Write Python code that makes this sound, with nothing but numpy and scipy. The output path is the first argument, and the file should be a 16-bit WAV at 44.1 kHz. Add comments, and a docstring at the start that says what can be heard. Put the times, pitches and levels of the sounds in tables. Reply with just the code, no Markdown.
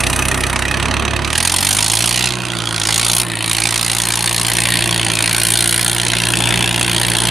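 """A snowy field, from the seat of an old four-cylinder tractor with an open exhaust stack.
It idles, is throttled up, the governor shuts the throttle twice, then it pulls steadily.
Underneath, the chassis rumbles, a gear whines, panels chug at idle and the block clatters.
On top, each firing is a boom of the stack and a rasping jet of gas that rings pipe and bonnet."""
import sys
import numpy as np
from scipy import signal
from scipy.fft import rfft, irfft
from scipy.io import wavfile
from scipy.ndimage import uniform_filter1d

SR = 44100
rng = np.random.default_rng(int(sys.argv[2]) if len(sys.argv) > 2 else 0)


def to_wav(sig):
    """Store sig (one row per channel, or 1-D mono) as 16-bit WAV at the path in sys.argv[1].

    Samples outside -1..1 are clipped; the rate is SR.
    """
    pcm = np.clip(np.atleast_2d(sig), -1, 1) * 32767
    pcm = np.round(pcm).astype(np.int16)
    wavfile.write(sys.argv[1], SR, pcm.T)  # frames by channels


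N = 321930
TIME = np.arange(N) / SR
IDLE_RATE, SMOOTH_RATE, WORK_RATE = 34, 43.5, 56.8  # firings/s: idling, smoothing out, under way


def amp(db):
    """Decibels to gain."""
    return 10 ** (np.asarray(db) / 20)


def unit_rms(x):
    """Scales to rms 1."""
    return x / np.sqrt(np.mean(x ** 2) + 1e-20)


def steadied(x):
    """Rides the gain to hold the slow level of the channels' mean at 1."""
    return x / np.sqrt(uniform_filter1d(x.mean(0) ** 2, size=6000) + 1e-12)


def curves(rows):
    """Breakpoints to one automation curve per column after the time."""
    s, *columns = np.transpose(rows)
    return [np.interp(TIME, s, c) for c in columns]


def wander(hz):
    """Random drift of rms 1, up to about hz changes a second."""
    f = np.fft.rfftfreq(N, 1 / SR)
    return unit_rms(irfft(rfft(rng.standard_normal(N)) * np.exp(-(f / hz) ** 2), N))


def panned(x, left_db):
    """Leans a sound to the left, or to the right if negative."""
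    return np.array([x[0] * amp(left_db / 2), x[-1] * amp(-left_db / 2)])


def lagged(pair, radians):
    """Low sound bends round the listener and reaches the left side a little later."""
    return (signal.hilbert(pair) * np.exp(1j * radians * np.array([[-.5], [.5]]))).real


def noise_pair(correlation):
    """Stereo white noise, from wide at 0 to mono at 1."""
    a, b = rng.standard_normal((2, N))
    mid, side = np.sqrt(1 + correlation) * a, np.sqrt(1 - correlation) * b
    return np.array([mid + side, mid - side])


def band(x, lo_hz, hi_hz, order=8):
    """Band-pass whose neighbours add up to flat."""
    size = 2 ** 19
    f = np.fft.rfftfreq(size, 1 / SR) + 1
    gain = 1 / ((1 + (lo_hz / f) ** order) * (1 + (f / hi_hz) ** order))
    return irfft(rfft(x, size) * gain)[..., :N]


def coloured(x, spectrum):
    """Applies an EQ curve drawn on a log-frequency axis."""
    hz, _, z = signal.stft(x, SR, nperseg=2048)
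    points_hz, points_db = np.transpose(spectrum)
    db = np.interp(np.log(hz + 1), np.log(points_hz), points_db)
    return signal.istft(z * amp(db)[:, None], SR)[1][:, :N]


def ring(x, hz, width_hz, db):
    """A resonance lifts (or hollows) the sound around its centre and rings on briefly."""
    carrier = np.exp(2j * np.pi * np.cumsum(hz * np.ones(N)) / SR)
    pole = np.exp(-np.pi * width_hz / SR)
    resonant = 2 * (carrier * signal.lfilter([1 - pole], [1, -pole], x * carrier.conj())).real
    return x + (amp(db) - 1) * resonant


def mode(hz, decay_s, length_s=0.05):
    """One struck mode: a dying sine."""
    t = np.arange(int(length_s * SR)) / SR
    return np.exp(-t / decay_s) * np.sin(2 * np.pi * hz * t)


def strikes(times, db, shape):
    """One copy of shape at each time."""
    train = np.zeros(N)
    np.add.at(train, np.clip((times * SR).astype(int), 0, N - 1), amp(db))
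    return signal.oaconvolve(train, shape)[:N]


# The revs: t/s, firing rate/Hz
REVS = [(0.0, 31.38), (0.25, 32.92), (0.57, 32.16), (0.86, 35.78), (1.26, 35.63), (1.37, 40.54),
        (1.85, 53.93), (2.26, 62.62), (2.42, 61.24), (2.83, 54.18), (3.22, 61.19), (3.34, 55.8),
        (4.0, 58.31), (4.43, 57.97), (4.69, 59.17), (5.22, 56.53), (5.7, 58.6), (6.1, 59.14), (7.3, 58.82)]

def crank():
    """The crankshaft's running count of firings, one whole number per blast."""
    return np.cumsum(curves(REVS)[0]) / SR - .253


def idling():
    """1 at idle, falling to 0 as the engine picks up."""
    return np.clip((SMOOTH_RATE - curves(REVS)[0]) / (SMOOTH_RATE - IDLE_RATE), 0, 1)


# The throttle, worked by hand and governor: t/s, opening (0 shut, 1 wide open)
OPENING = [(0, 0.51), (1.24, 0.14), (1.37, 0.82), (1.75, 0.99), (2.28, 0.9), (2.37, 0.19), (2.68, 0.36),
           (2.9, .92), (3.21, 0.88), (3.27, 0), (3.4, 0.23), (3.5, 0.77), (4.5, 0.79), (5.0, 0.54),
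           (5.55, 0.82), (5.85, .7), (6.3, .64), (7.3, 0.72)]
# The listener leans towards the engine and away: t/s, level/dB
LEAN = [(0, 4.5), (.35, 5), (.58, 2.5), (.93, 5.5), (1.18, 4), (1.5, -1.5), (2.6, -0.8), (4.2, -2.5),
        (4.9, 2.5), (5.25, 0.5), (5.9, -0.5), (6.52, 5), (6.72, 2.4), (7.3, 3)]

def fader(full_db, shut_loss_db, octave_db, lean_share):
    """Gain of one engine part; full_db holds at full throttle and working speed, before the lean."""
    throttle, rate, lean_db = curves(OPENING) + curves(REVS) + curves(LEAN)
    revs_db = octave_db * np.log2(rate / WORK_RATE)
    return amp(full_db - shut_loss_db * (1 - throttle) + revs_db + lean_share * lean_db)


# Each cylinder's accent, in firing order: rasp/dB, sizzle/dB, lateness/s
ACCENTS = [(1, 7, 0.0011), (3.5, 4, 0.0013), (0.4, 6.5, 0.00163), (4, 4, 0.00092)]

def firings(count):
    """For every opening of an exhaust valve: time, the cylinder's rasp and sizzle, and chance strength."""
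    at = np.flatnonzero(np.diff(np.floor(count)) > 0)
    cylinder = (np.round(count[at]).astype(int) + 1) % len(ACCENTS)
    jitter, luck = rng.standard_normal((len(at), 2)).T
    rasp_db, sizzle_db, late_s = np.array(ACCENTS)[cylinder].T
    opens = at / SR - .0046  # the valve opens ahead of the blast's peak
    return opens + late_s + 0.00025 * jitter, rasp_db, sizzle_db, luck


# Fader of the low bed: level/dB, loss with throttle shut/dB, gain per octave of revs/dB, share of lean
CHASSIS_FADER = (-36.5, 0.4, -1.5, 1.5)

def chassis_rumble():
    """The chassis shakes, most of all at idle."""
    shake = unit_rms(band(noise_pair(0.18), 67, 253, order=4))
    return panned(shake * fader(*CHASSIS_FADER), -4.0)


# Fader shared by gears, panels and block: columns as CHASSIS_FADER
METAL_FADER = (-30, 0.3, 0.5, 1.0)
# Partials of the whine: multiple of the firing rate, relative level/dB
GEAR_PARTIALS = [(2.905, -10.5), (5.81, -6), (5.03, -15), (4.5, -17), (11.62, -19)]

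def gear_whine(count):
    """Whine of the drive, locked to the engine speed; it stands out when the throttle shuts."""
    whine = sum(amp(db + 1.1 * wander(4.3)) * np.cos(2 * np.pi * multiple * count + 0.23 * wander(7.7))
                for multiple, db in GEAR_PARTIALS)
    mesh_db = 3.2 - 6 * curves(OPENING)[0] - 11 * idling()
    return panned([np.sqrt(2) * whine * fader(*METAL_FADER) * amp(mesh_db)], -2.0)


# Ringing sheet metal: f/Hz, relative level/dB, decay/s
PANEL_MODES = [(264.5, -3, 0.021), (356, 0, 0.017), (468, -6.5, 0.015), (648, -2, 0.021),
               (850, -0.5, 0.011)]

def panel_chug(count):
    """At idle every firing shakes the sheet metal into a low chug."""
    times, _, _, luck = firings(count)
    chug = sum(amp(db) * mode(hz, decay_s, length_s=0.1) for hz, db, decay_s in PANEL_MODES)
    shaken = steadied(strikes(times, 2.8 * luck, chug)[None])
    return panned(shaken * amp(-5.5) * idling() * fader(*METAL_FADER), -4.0)


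# EQ of the block's rattle, ahead of its band-pass: f/Hz, level/dB
RATTLE_EQ = [(120, -33), (200, -30), (215, -6.5), (284, -8.5), (339, -2), (461, -11.5), (682, -6.5),
             (815, -9.5), (1040, 5.5), (1100, 1), (1430, -39), (2420, -120)]

def block_clatter(count):
    """The block rattles all the time, thumps as each valve opens and knocks between firings."""
    times, rasp_db, _, luck = firings(count)
    rattle = band(coloured(noise_pair(0.75), RATTLE_EQ), 134, 838)
    rattle = lagged(steadied(rattle), radians=0.41)
    pop = mode(270, decay_s=0.002) + 1.1 * mode(690, decay_s=0.0038)
    thump = unit_rms(strikes(times, 2 * rasp_db + 3.2 * luck, pop))
    thump_db = -10 + 8.9 * curves(OPENING)[0] ** 4  # a full charge thumps hardest
    tap = mode(235, decay_s=0.0035) + 0.91 * mode(1050, decay_s=0.0012)
    knock = unit_rms(strikes(times + .0135, 3 * rng.standard_normal(len(times)), -tap))
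    knock_db = -13 + 8 * idling()
    clatter = amp(-2.0) * rattle + amp(thump_db) * thump + amp(knock_db) * knock
    return panned(clatter * fader(*METAL_FADER), -2.5)


# Faders of the boom, harmonics 1 to 4 of the firing rate: columns as CHASSIS_FADER
BOOM_FADERS = [(-33, 11.5, 14, 0.78), (-28, 0.5, 0.5, 0.89), (-34.5, -1.5, 5.5, 1),
               (-44.5, -1.8, -13.5, 0.28)]

def stack_boom(count):
    """Low harmonics of the exhaust pulses; the stack shifts each in phase by its frequency."""
    rate = curves(REVS)[0]
    boom = np.zeros(N)
    for k, setting in enumerate(BOOM_FADERS, 1):
        phase = 2 * np.pi * k * (count + .0036 * rate) - 4.6 * np.log(k * rate / 118)
        boom += fader(*setting) * amp(0.33 * wander(10)) * np.sqrt(2) * np.cos(phase)
    return panned([boom], -3.3)


# Peaks and hollows of stack and bonnet: f/Hz, width/Hz, level at idle/dB, level with hot gas under way/dB
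STACK_MODES = [(1213, 99, 7.5, -2), (1840, 240, 8, 2), (2530, 140, 9, 0), (3530, 350, -5, 0.2),
               (4250, 280, -3, 1.5), (6070, 350, 11.5, -0.2), (6530, 310, -3, 3), (7760, 690, 6.5, 0)]
# The stack briefly rings or hollows at one pitch: t/s of the height, spread/s, f/Hz, level/dB
PASSING_RINGS = [(.25, 0.86, 1320, 2), (2.45, .14, 2550, 12), (2.702, 0.61, 1400, 6.5),
                 (3.32, 0.11, 1900, 10), (3.636, .25, 2280, 6), (4.7, .5, 1920, 5.5), (4.95, .6, 1080, 3.5),
                 (5.2, 1.3, 4270, 3.5), (5.25, .3, 2480, 8.5), (5.6, 0.68, 1505, 12), (5.7, 0.43, 2600, -8),
                 (6.55, 0.61, 2620, 8.5), (6.55, .5, 3980, -6)]
# The stack's tinny main ring, which glides and stands out when the throttle eases: t/s, f/Hz, level/dB
TINNY_RING = [(0, 3150, -3), (1.0, 3450, 0), (1.33, 3770, 3.5), (2.3, 3220, -1), (2.64, 3310, 10.5),
              (2.95, 3350, -3), (4.8, 3250, -1), (4.95, 3300, 6), (5.15, 3250, -1.5), (6.2, 3140, 4),
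              (6.5, 3520, 11.5), (6.85, 3220, 5), (7.3, 3230, 5)]
# A reflection off the bonnet cancels one band, which moves with the head: t/s, f/Hz, level/dB
BONNET_NOTCH = [(0, 1480, 0), (1.9, 1830, -1.5), (3.1, 1660, -8), (3.8, 1400, 1), (4.4, 1370, -7),
                (5.1, 1260, -2), (5.7, 1190, -11), (6.6, 1210, -14), (7.3, 1160, -4)]

def stack_colour(gas):
    """Pipe and bonnet colour the blasts: an echo, resonances, passing rings and a moving notch."""
    idle = idling()
    round_trip_s = .0068 + 0.00012 * wander(1.3)  # part of each blast runs down the stack and back
    echo = np.array([np.interp(TIME - round_trip_s, TIME, side) for side in gas])
    gas = gas - amp(-15) * band(echo, 300, 3500, order=4)
    for hz, width_hz, idle_db, hot_db in STACK_MODES:
        gas = ring(gas, hz, width_hz, hot_db + (idle_db - hot_db) * idle)
    for s, spread_s, hz, db in PASSING_RINGS:
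        gas = ring(gas, hz, width_hz=260, db=db * np.exp(-2 * ((TIME - s) / spread_s) ** 2))
    full_charge = np.interp(curves(OPENING)[0], [.75, .9], [0, 1])
    gas = ring(gas, 800, width_hz=230, db=3 * full_charge)  # throaty note when wide open
    tinny_hz, tinny_db = curves(TINNY_RING)
    gas = ring(gas, tinny_hz, width_hz=200, db=tinny_db)
    notch_hz, notch_db = curves(BONNET_NOTCH)
    return ring(gas, notch_hz, width_hz=210, db=notch_db)


def mottled(x, depth_db, patch_hz, patch_s):
    """Chance peaks and hollows come and go, so that no two blasts have quite the same colour."""
    hz, t, z = signal.stft(x, SR, nperseg=512)
    across, along = np.fft.fftfreq(len(hz), hz[1])[:, None], np.fft.fftfreq(len(t), t[1])
    blur = np.exp(-(across * patch_hz) ** 2 - (along * patch_s) ** 2)
    patches = unit_rms(np.fft.ifft2(np.fft.fft2(rng.standard_normal(blur.shape)) * blur).real)
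    return signal.istft(z * amp(depth_db * patches), SR)[1][:, :N]


# EQ of the raw rush of gas: f/Hz, level/dB
GAS_EQ = [(350, -30), (600, -1), (700, 9), (950, 0.5), (1300, -2.5), (2200, -2), (3200, 0.5), (4200, -1.5),
          (5300, -7), (7700, -8.5), (9200, 1.5), (10200, -2.5), (12000, -12.5), (16000, -33.5)]

def turbulence():
    """Rushing gas; an open throttle drives a faster jet with more air at the very top."""
    rush = mottled(coloured(noise_pair(0.93), GAS_EQ), depth_db=2.5, patch_hz=199, patch_s=0.075)
    air_db = 1.9 - 7 * (1 - curves(OPENING)[0]) + 2.5 * idling() + 2.1 * wander(20)
    return rush + (amp(air_db) - 1) * band(rush, 11700, 22000, order=16)


def gas_flow(times, db, rise, fall, tail_db, tail_fall, floor_db):
    """Blast envelope: the valve opens, the cylinder empties, scatter off the tractor fills the gap."""
    # a slow crank opens the valve sooner and for longer
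    stretches = (58 / np.interp(times, *np.transpose(REVS))) ** 0.88
    # an open throttle fills the cylinder, which lengthens the blast
    charges = 0.82 + 0.79 * np.interp(times, *np.transpose(OPENING)) ** 4
    starts = times - 0.0053 * (stretches - 1) - 0.0021 * (charges - 1)
    power = np.full(N, amp(2 * floor_db))
    for start, gain, stretch, charge in zip(starts, amp(2 * db), stretches, charges):
        span = slice(max(int(start * SR), 0), int(start * SR) + SR // 16)
        t = np.maximum(TIME[span] - start, 0) / stretch
        valve = 1 - np.exp(-(t / rise) ** 3)
        emptying = np.exp(-(t / (fall * charge)) ** 2)
        scatter = amp(2 * tail_db) * np.exp(-t / tail_fall)
        power[span] += gain * valve ** 2 * (emptying + scatter)
    return unit_rms(np.sqrt(power))


# Faders of the exhaust's bark, rasp, hiss and sizzle: columns as CHASSIS_FADER
JET_FADERS = [(-26.5, 4.9, -3, 0.62), (-20, 6.3, 3, 0.6), (-21.0, 18.4, -2.2, -0.011),
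              (-19, 13.6, 7.5, 0.17)]
# The sizzle above 8 kHz swells and sinks: t/s, level/dB
SIZZLE_RIDE = [(0.0, 5.5), (0.25, 7), (0.8, -1.5), (1.15, -2.5), (1.55, 3.5), (2.3, -7), (2.9, -4),
               (3.2, 1.5), (3.8, -1), (5.2, 0.3), (5.55, 4), (6.55, -3.5), (7.0, -0.3), (7.3, -0.5)]
# The jet shifts sideways as the listener turns: t/s, left over right/dB
JET_PAN = [(0.0, -2), (0.59, -4), (1.24, -5.5), (1.52, -2), (2.54, -4.5), (3.39, 0.5), (3.66, -4.0),
           (4.15, 0.0), (6.14, -1.0), (6.46, 2.0), (6.57, 0), (7.3, -0.5)]

def exhaust_jet(count):
    """Each blast is a burst of turbulence that rings the stack; the treble dies first."""
    times, rasp_db, sizzle_db, luck = firings(count)
    unevenness = 1.03 + 0.65 * np.interp(times, TIME, idling())  # idle fires unevenly
    ragged = unevenness * rng.standard_normal((len(times), 4)).T
    bands_hz = [(760, 2000), (2000, 4500), (4500, 8000), (8000, 20000)]  # bark, rasp, hiss, sizzle
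    flows = [gas_flow(times, rasp_db + .5 * luck + ragged[0],
                      rise=0.0017, fall=0.0056, tail_db=-23, tail_fall=0.0062, floor_db=-7.5),
             gas_flow(times, rasp_db + .5 * luck + 1.14 * ragged[1],
                      rise=0.0015, fall=0.0051, tail_db=-13.5, tail_fall=0.0059, floor_db=-16.5),
             gas_flow(times, (rasp_db + sizzle_db) / 2 + .5 * luck + 1.9 * ragged[2],
                      rise=0.0023, fall=0.0038, tail_db=-17, tail_fall=0.0072, floor_db=-22),
             gas_flow(times, sizzle_db + .5 * luck + 1.1 * ragged[3],
                      rise=0.0022, fall=0.0042, tail_db=-22.5, tail_fall=0.0047, floor_db=-20)]
    rush = turbulence()
    gas = stack_colour(sum(band(rush, *edges) * flow for edges, flow in zip(bands_hz, flows)))
    bark, rasp, hiss, sizzle = [
        steadied(band(gas, *edges, order=16)) * fader(*setting) * amp(0.83 * wander(3.7))
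        for edges, setting in zip(bands_hz, JET_FADERS)]
    return panned(bark + rasp + hiss + sizzle * amp(curves(SIZZLE_RIDE)[0]), curves(JET_PAN)[0])


def scene():
    """All parts follow the one crankshaft."""
    count = crank()
    bite = exhaust_jet(count) + block_clatter(count)
    body = stack_boom(count) + panel_chug(count) + gear_whine(count) + chassis_rumble()
    return bite + lagged(body, radians=0.47)


def record(dry):
    """A soft clip rounds the loudest peaks; a steep low-pass trims the very top."""
    rounded = dry / (1 + (abs(dry) / .98) ** 6) ** (1 / 6)
    lowpass = signal.firwin(511, 15900, window=("kaiser", 9), fs=SR)
    return signal.oaconvolve(rounded, lowpass[None], "same")


dry = scene()
out = record(dry)
to_wav(out)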